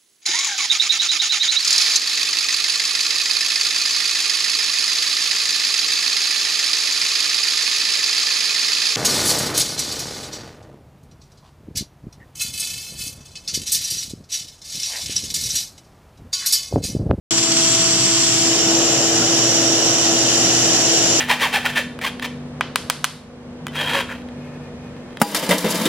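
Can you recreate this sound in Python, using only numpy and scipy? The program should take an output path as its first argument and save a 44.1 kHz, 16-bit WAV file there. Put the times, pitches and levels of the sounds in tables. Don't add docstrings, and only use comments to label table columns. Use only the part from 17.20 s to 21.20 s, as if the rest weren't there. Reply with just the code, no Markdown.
import sys
import numpy as np
from scipy import signal
from scipy.fft import rfft, irfft
from scipy.io import wavfile

SR = 44100
rng = np.random.default_rng(int(sys.argv[2]) if len(sys.argv) > 2 else 0)


def persist_wave(psi):
    counts = np.round(np.clip(psi, -1, 1) * 32767).astype(np.int16)
    wavfile.write(sys.argv[1], SR, np.atleast_2d(counts).T)


N = 176400
TIME, BIN_HZ = np.arange(N) / SR, np.arange(N // 2 + 1) * SR / N
SIDES = np.array([[.5], [-.5]])
ROTOR_HZ, MAINS_RIPPLE_HZ, COMMUTATOR_BARS = 330.9, 119.96, 22


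def leak(depth):
    # f/Hz, left density/(dB per Hz), right density/(dB per Hz)
    rim_colour = [(300, -88, -80), (1000, -65, -64.5), (1900, -62.5, -62), (2220, -61.5, -62.5),
                  (3180, -55, -55), (3900, -61.5, -58.5), (4380, -54, -54.5), (4600, -58, -53),
                  (5100, -59, -51.5), (5500, -52, -50), (5870, -50, -49.5), (6300, -56, -53.5),
                  (7250, -47.5, -59), (7750, -48.5, -63), (8320, -57.5, -62.5), (9840, -66.5, -80),
                  (11000, -72.5, -90), (14000, -77, -102)]
    hole_colour = [(300, -80, -98), (1050, -63.5, -70.5), (1930, -65.5, -58.5), (2195, -65, -63.5),
                   (2520, -62.5, -59.5), (2802, -57, -59), (2940, -56.5, -55), (3220, -59, -59),
                   (4000, -60.5, -60), (4460, -60.5, -57), (5130, -55.5, -54), (5800, -53.5, -51),
                   (6150, -55, -51.5), (6700, -51, -57), (7370, -51, -67), (7730, -55.5, -67),
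                   (8190, -62, -71.5), (10040, -72, -85), (12000, -76.5, -92), (13800, -74.5, -106)]
    # f/Hz, left-right likeness
    image = [(500, 0.27), (1200, 0.76), (2000, 0.37), (3500, 0.81), (5500, 0.41), (8000, 0.18), (14000, .1)]
    # t/s, left gain/dB, right gain/dB
    ride = [(.1, -4, -4), (.35, -3, -2), (.39, -1, .3), (.9, -1.3, 0), (1.35, 0, 0), (1.85, -.5, -1.2),
            (2.3, 0, 0), (2.55, -0.7, -1), (3.0, -0.2, 0), (3.2, 1.1, 1), (4.0, 0.5, 0.5)]
    likeness, = in_hz(image)
    rim, hole = (turbulence(in_hz(colour), likeness, left_lag_s=.000072)
                 for colour in (rim_colour, hole_colour))
    hiss = hole_walls(crossfade(rim, hole, depth), depth) * from_db(in_time(ride))
    flutter_db, drops_db = .37 * drift(25), .5 * drift(370)
    return (hiss + joint_ring(depth)) * from_db(sputters() + flutter_db + drops_db)


def sputters(attack_s=.00088, release_s=.004):
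    # t/s, hold/s, boost/dB
    spurts = [(.108, 0.021, 3.5), (.175, .017, 4), (0.228, 0.012, 5), (0.316, 0.0073, 3.5),
              (.366, 0.0063, 3.5)]
    boost_db = 0
    for start_s, hold_s, peak_db in spurts:
        attack = np.clip((TIME - start_s) / attack_s, 0, 1)
        release = np.exp(-np.maximum(TIME - start_s - hold_s, 0) / release_s)
        boost_db += peak_db * attack * release
    return boost_db


def joint_ring(depth):
    # t/s, f/Hz, level/dB
    ring = [(.1, 5840, -31), (.4, 5840, -26), (1.0, 5830, -27), (1.15, 5380, -28), (1.35, 5500, -22),
            (1.65, 5660, -22.5), (1.95, 5750, -21.5), (2.3, 5710, -18.5), (2.6, 5730, -18),
            (2.95, 5750, -22), (3.25, 5760, -20), (4.0, 5750, -21)]
    centre_hz, level_db = in_time(ring)
    upper = resonance(centre_hz) * from_db(level_db) * from_db([[-16], [0]])
    lower = resonance(centre_hz=2974) * from_db([[-37], [-32.5]])
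    return upper + depth * lower


def hole_walls(sound, depth, count=8, echo_db=-18):
    path_scale = 1 - .1495 * depth + .006 * drift(.68)
    gain, wet = from_db(echo_db), sound.copy()
    for ear in range(2):
        for delay_s in rng.uniform(.002, .012, count):
            wet[ear] += gain * np.interp(TIME - delay_s * path_scale, TIME, sound[ear])
    return wet / np.sqrt(1 + count * gain ** 2 / 2)


def motor_hum(turns, depth, waver_db=1.8):
    # rotor order, ripple order, rim level/dB, hole level/dB, hole pan/dB
    partials = [(0, 1, -40.5, -39, -4), (0, 2, -41, -39.5, -3.5), (1, 0, -29.5, -25.5, 0.5),
                (1, 1, -46, -39, -13.5), (1, 2, -58, -42, -5), (1, 3, -52, -41, -6), (2, -1, -58, -45, 3),
                (2, 0, -33.5, -38.5, 12.5), (2, 1, -47, -44.5, 12), (3, -2, -55, -42, -3),
                (3, 0, -47.5, -51.5, 10), (4, 0, -50, -53, -6), (21, 0, -47.5, -46, 7)]
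    hum = 0
    for rotor_order, ripple_order, rim_db, hole_db, pan_db in partials:
        level_db = rim_db + (hole_db - rim_db) * depth + waver_db * drift(2.6)
        hum += from_db(level_db + SIDES * pan_db * depth) * motor_tone(turns, rotor_order, ripple_order)
    return hum


def motor_whine(turns, waver_db=1.8):
    # t/s, lower sideband gain/dB, centre gain/dB, upper sideband gain/dB
    ride = [(.1, -41, -26, -30), (1.0, -38, -21.5, -31), (1.3, -35, -26, -39), (1.55, -41, -24, -25),
            (1.9, -23, -29, -25), (2.2, -23, -34, -32), (2.5, -38, -30, -42), (3.1, -27, -31, -40),
            (3.55, -23.5, -28, -29), (4.0, -25, -29, -35)]
    whine = 0
    for ripple_order, gain_db in zip((-1, 0, 1), in_time(ride)):
        gain = from_db(gain_db + waver_db * drift(8.8))
        whine += gain * motor_tone(turns, COMMUTATOR_BARS, ripple_order)
    return whine * from_db([[-1.5], [-19.5]])


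def motor_tone(turns, rotor_order, ripple_order):
    cycles = rotor_order * turns + ripple_order * MAINS_RIPPLE_HZ * TIME
    return np.sqrt(2) * np.sin(2 * np.pi * (cycles + rng.random()))


def motor_roar(hollowness):
    # f/Hz, rim density/(dB per Hz), hole density/(dB per Hz)
    colour = [(20, -87, -87), (35, -87, -85), (55.1, -73, -72.5), (100, -63, -62.5), (123.3, -51, -50),
              (153, -57, -57.5), (184, -50.5, -52), (227, -68, -63), (240, -54.5, -52.5), (287, -55, -52.5),
              (420, -59.5, -55), (450, -60.5, -55.5), (555, -70.5, -54.5), (700, -66.5, -55.5),
              (910, -68, -62.5), (1020, -66.5, -66), (1480, -69.5, -64), (2180, -76, -77.5),
              (4000, -100, -100)]
    # f/Hz, left-right likeness, rim pan/dB, hole pan/dB
    image = [(60, .92, -1, -1.2), (130, .965, -.5, -.5), (270, .996, 0, 0), (480, .993, 0, 1.2),
             (750, .88, 1, 6.5), (1100, .8, 0, 10), (1750, .5, -1, -5)]
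    rim_db, hole_db = in_hz(colour)
    likeness, rim_pan_db, hole_pan_db = in_hz(image)
    rim = turbulence(rim_db + SIDES * rim_pan_db, likeness)
    hole = turbulence(hole_db + SIDES * hole_pan_db, likeness)
    return crossfade(rim, hole, hollowness)


def mud_plop(peak_s=2.025, width_s=.00586, peak_hz=1430, level_db=-25):
    from_peak = (TIME - peak_s) / width_s
    hz = peak_hz - 66.9 * np.minimum(from_peak ** 2, 10)
    envelope = from_db(level_db) * np.exp(-from_peak ** 2 / 2)
    return envelope * np.sin(2 * np.pi * np.cumsum(hz) / SR)


def turbulence(density_db, likeness, left_lag_s=0):
    mid, side = rfft(rng.standard_normal((2, N))) * np.sqrt(SR) / 2
    pair = np.sqrt(1 + likeness) * mid + np.sqrt(1 - likeness) * np.array([side, -side])
    pair[0] *= np.exp(-2j * np.pi * left_lag_s * BIN_HZ)
    return irfft(pair * from_db(density_db), N)


def resonance(centre_hz, half_width_hz=150):
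    noise = rfft(rng.standard_normal((2, 2, N)))
    in_phase, quadrature = irfft(noise / np.sqrt(1 + (BIN_HZ / half_width_hz) ** 4), N)
    phase = 2 * np.pi * np.cumsum(centre_hz * np.ones(N)) / SR
    band = in_phase * np.cos(phase) + quadrature * np.sin(phase)
    return band / band.std()


def drift(rate_hz):
    noise = rfft(rng.standard_normal(N)) * (BIN_HZ > 0)
    slow = irfft(noise / (1 + (BIN_HZ / rate_hz) ** 2), N)
    return slow / slow.std()


def crossfade(rim, hole, depth):
    return np.sqrt(1 - depth) * rim + np.sqrt(depth) * hole


def ramp(middle_s, length_s):
    return np.clip(.5 + (TIME - middle_s) / length_s, 0, 1)


def in_time(rows):
    times, *columns = np.transpose(rows)
    return np.array([np.interp(TIME, times, column) for column in columns])


def in_hz(rows):
    hz, *columns = np.transpose(rows)
    log_bins = np.log(np.maximum(BIN_HZ, 1))
    return np.array([np.interp(log_bins, np.log(hz), column) for column in columns])


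def from_db(db):
    return 10 ** (np.asarray(db) / 20)


def scene():
    depth = ramp(middle_s=1.204, length_s=.41)
    hollowness = ramp(middle_s=1.38, length_s=.32)
    rotor_hz = ROTOR_HZ * (1 + .0003 * drift(1.28))
    turns = np.cumsum(rotor_hz) / SR
    motor = motor_hum(turns, depth) + motor_whine(turns) + motor_roar(hollowness)
    return leak(depth) + motor + mud_plop()


def record(dry):
    start_s, cutoff_hz = .108, 14250
    low_pass = signal.ellip(14, .1, 80, cutoff_hz, fs=SR, output="sos")
    return signal.sosfilt(low_pass, dry * (TIME >= start_s) + 1e-18)


dry = scene()
out = record(dry)
persist_wave(out)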